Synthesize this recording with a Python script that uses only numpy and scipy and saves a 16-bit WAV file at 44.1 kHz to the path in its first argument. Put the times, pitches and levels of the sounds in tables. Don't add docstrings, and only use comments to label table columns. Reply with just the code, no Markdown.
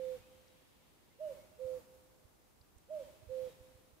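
import sys
import numpy as np
from scipy import signal
from scipy.fft import rfft, irfft
from scipy.io import wavfile
from scipy.ndimage import uniform_filter1d

SR = 44100
rng = np.random.default_rng(int(sys.argv[2]) if len(sys.argv) > 2 else 0)


def persist_wave(psi):
    counts = np.round(np.clip(psi, -1, 1) * 32767).astype(np.int16)
    wavfile.write(sys.argv[1], SR, np.atleast_2d(counts).T)


N = 176400
T = np.arange(N) / SR


def from_db(db):
    return 10 ** (np.asarray(db) / 20)


def panned(x, pan_db):
    gains = from_db([[pan_db / 2], [-pan_db / 2]])
    return x * gains / np.sqrt(np.mean(gains ** 2))


def delayed(x, delay_s):
    return np.interp(T - delay_s, T, x, left=0)


def band(x, low_hz, high_hz):
    return signal.sosfilt(signal.butter(2, [low_hz, high_hz], "band", fs=SR, output="sos"), x)


def band_noise(low_hz, high_hz, size=N):
    noise = band(rng.standard_normal(size), low_hz, high_hz)
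    return noise / noise.std()


def bell(centre_s, sigma_s):
    return np.exp(-.5 * ((T - centre_s) / sigma_s) ** 2)


# frequency_hz, relative_db
AIR_SPECTRUM = [(15, -21), (28, -12), (50, -2.5), (100, -2.5), (160, -4.5), (320, -6), (550, -9.5),
                (1000, -12.5), (1600, -18), (3000, -21.5), (5000, -22.5), (10000, -23), (15500, -24)]

def air(level_db=-59.5, shared_power=0.05):
    hz, db = np.transpose(AIR_SPECTRUM)
    bin_hz = np.arange(N // 2 + 1) * SR / N
    colour = from_db(np.interp(np.log(bin_hz + 1), np.log(hz), db))
    white = rng.standard_normal((3, N))
    stereo = np.sqrt(1 - shared_power) * white[:2] + np.sqrt(shared_power) * white[2]
    noise = irfft(rfft(stereo) * colour, N)
    return from_db(level_db) * noise / noise.std()


def forest_tail(x, early_t60_s=0.33, late_t60_s=3.67, late_db=-4, build_up_s=0.04):
    t = T[:2 * SR]
    decay = from_db(-60 * t / early_t60_s) + from_db(late_db - 60 * t / late_t60_s)
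    decay *= 1 - np.exp(-(t / build_up_s) ** 2)
    response = rng.standard_normal((2, len(t))) * decay / np.sqrt(np.sum(decay ** 2))
    return signal.fftconvolve(x[None], response, axes=1)[:, :N]


# start_s, length_s, from_hz, to_hz, level_db
WHISTLE_GLIDES = [(0.013, 0.074, 3520, 3650, -74), (0.201, 0.094, 2450, 2660, -67.5),
                  (0.263, 0.17, 3020, 3234, -74), (0.462, 0.093, 3880, 3820, -74),
                  (1.088, 0.057, 1960, 2146, -69), (1.123, 0.21, 2670, 3030, -74.5),
                  (1.349, 0.13, 2130, 2260, -71.5), (1.516, .07, 2720, 2690, -74),
                  (3.002, 0.085, 3340, 3070, -74), (3.107, 0.19, 2680, 2550, -77),
                  (3.38, 0.12, 3240, 3380, -74), (3.434, 0.137, 3650, 3860, -73.5)]
# time_s, level_db
CHORUS_LEVELS = [(0, -67.5), (.35, -69.5), (.7, -67.5), (1.2, -71.5), (1.6, -75), (2.2, -93), (2.8, -77),
                 (3.05, -72), (3.5, -69.5), (4, -77)]

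def songbirds(warble_rms_hz=44.8, warble_s=0.0081, tail_db=-4.5):
    warble = uniform_filter1d(rng.standard_normal(N), size=int(warble_s * SR))
    warble_hz = warble_rms_hz * warble / warble.std()
    whistles = np.zeros(N)
    for start_s, length_s, from_hz, to_hz, level_db in WHISTLE_GLIDES:
        progress = np.clip((T - start_s) / length_s, 0, 1)
        pitch_hz = from_hz + (to_hz - from_hz) * progress + warble_hz
        phase = 2 * np.pi * np.cumsum(pitch_hz) / SR
        whistles += from_db(level_db) * np.sin(np.pi * progress) * np.sin(phase)
    wash_db = np.interp(T, *np.transpose(CHORUS_LEVELS))
    wash = from_db(wash_db) * band_noise(1760, 4010, size=(2, N))
    return whistles + from_db(tail_db) * forest_tail(whistles) + wash


# time_s, peak_db, pitch_hz
HAND_BUMPS = [(0.204, -51.5, 80), (.935, -59, 87), (1.653, -48, 89), (2.255, -47, 76.4), (2.613, -48.5, 83),
              (2.768, -46, 64), (3.233, -47, 94), (3.279, -41.5, 73), (3.304, -46, 95), (3.433, -52, 112),
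              (3.612, -46, 77), (3.757, -51, 85), (3.937, -50, 80)]
# time_s, level_db, low_hz, high_hz, pan_db
CLOSE_TICKS = [(0.482, -62.5, 4030, 6300, 3), (2.615, -59, 3920, 4900, 9), (2.784, -56, 6300, 9100, -21)]

def handling(grip_db=-73.5):
    bumps = np.zeros(N)
    for time_s, peak_db, pitch_hz in HAND_BUMPS:
        swing = np.cos(2 * np.pi * pitch_hz * (T - time_s))
        bumps += from_db(peak_db) * bell(time_s, sigma_s=0.0053) * swing
    grip = from_db(grip_db) * band_noise(34.5, 88)
    out = panned(bumps + grip, pan_db=-18.5)
    for time_s, level_db, low_hz, high_hz, pan_db in CLOSE_TICKS:
        tick = from_db(level_db) * band_noise(low_hz, high_hz) * bell(time_s, sigma_s=0.002)
        out += panned(tick, pan_db)
    return out


# delay_s, level_db, pan_db
HIGH_NOTE_ECHOES = [(.066, -13, -6), (.13, -20, -7)]
# delay_s, level_db, pan_db
BOTH_NOTE_ECHOES = [(.115, -23.5, -2), (.215, -28.5, -2.5), (.31, -23.5, -7), (.465, -27.5, -4)]

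def trunk_echoes(high, low):
    out = np.zeros((2, N))
    for notes, trunks in [(high, HIGH_NOTE_ECHOES), (high + low, BOTH_NOTE_ECHOES)]:
        for delay_s, level_db, pan_db in trunks:
            out += panned(from_db(level_db) * delayed(notes, delay_s), pan_db)
    return out


def hoots(notes, contour, overtones=(), fade_s=0.005):
    times_s, pitch_hz, relative_db = np.transpose(contour)
    out = np.zeros(N)
    for start_s, level_db, offset_hz in notes:
        t = T - start_s
        phase = 2 * np.pi * np.cumsum(np.interp(t, times_s, pitch_hz) + offset_hz) / SR
        tone = np.sin(phase) + sum(from_db(db) * np.sin(harmonic * phase) for harmonic, db in overtones)
        fade = np.clip(np.minimum(t - times_s[0], times_s[-1] - t) / fade_s + 1, 0, 1)
        out += tone * fade * from_db(level_db + np.interp(t, times_s, relative_db))
    return out


# start_s, level_db, pitch_offset_hz
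HIGH_HOOTS = [(1.189, -34, 0.015), (2.888, -34.5, 0.97)]
LOW_HOOTS = [(-.04, -35.5, 0.21), (1.58, -35.5, 0), (3.28, -35, 1.48)]
# time_in_note_s, pitch_hz, relative_db
HIGH_CONTOUR = [(0, 495.4, -19), (0.013, 581, -8), (.021, 617, 0.5), (0.051, 632, 0.7), (.083, 603, -0.5),
                (.102, 577.6, -6.5), (.125, 540, -5), (.14, 515.6, -10.5), (.155, 490, -31)]
LOW_CONTOUR = [(0, 480, -34), (.014, 503, -6.5), (.035, 519.5, 1.25), (.11, 513.7, 0), (.16, 512.8, -1.5),
               (0.195, 505.5, -6.5), (0.22, 475, -18.5)]
# harmonic_number, relative_db
HIGH_OVERTONES = [(2, -42)]

def cuckoo(left_lag_s=0.00015, high_tail_db=-19, low_tail_db=-22.5):
    high = hoots(HIGH_HOOTS, HIGH_CONTOUR, HIGH_OVERTONES)
    low = hoots(LOW_HOOTS, LOW_CONTOUR)
    direct = panned(high, pan_db=-6.5) + panned(low, pan_db=-12)
    left, right = direct + trunk_echoes(high, low)
    tail = forest_tail(from_db(high_tail_db) * high + from_db(low_tail_db) * low)
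    return np.array([delayed(left, left_lag_s), right]) + panned(tail, pan_db=-2)


def scene():
    return cuckoo() + songbirds() + handling() + air()


def noise_suppressor(x, shut_db=-67.5, open_db=-44, depth_db=9.5, response_s=0.065, open_at_start=0.59):
    midrange = band(x, 450, 2400)
    power = uniform_filter1d(np.mean(midrange ** 2, axis=0), size=882)
    level_db = 10 * np.log10(np.abs(power) + 1e-18)
    target = np.clip((level_db - shut_db) / (open_db - shut_db), 0, 1)
    pole = np.exp(-1 / (response_s * SR))
    opening, _ = signal.lfilter([1 - pole], [1, -pole], target, zi=[open_at_start])
    return x * from_db(depth_db * (opening - 1))


def record(dry):
    low_pass = signal.ellip(12, .1, 70, 15600, fs=SR, output="sos")
    return signal.sosfilt(low_pass, noise_suppressor(dry))


dry = scene()
out = record(dry)
persist_wave(out)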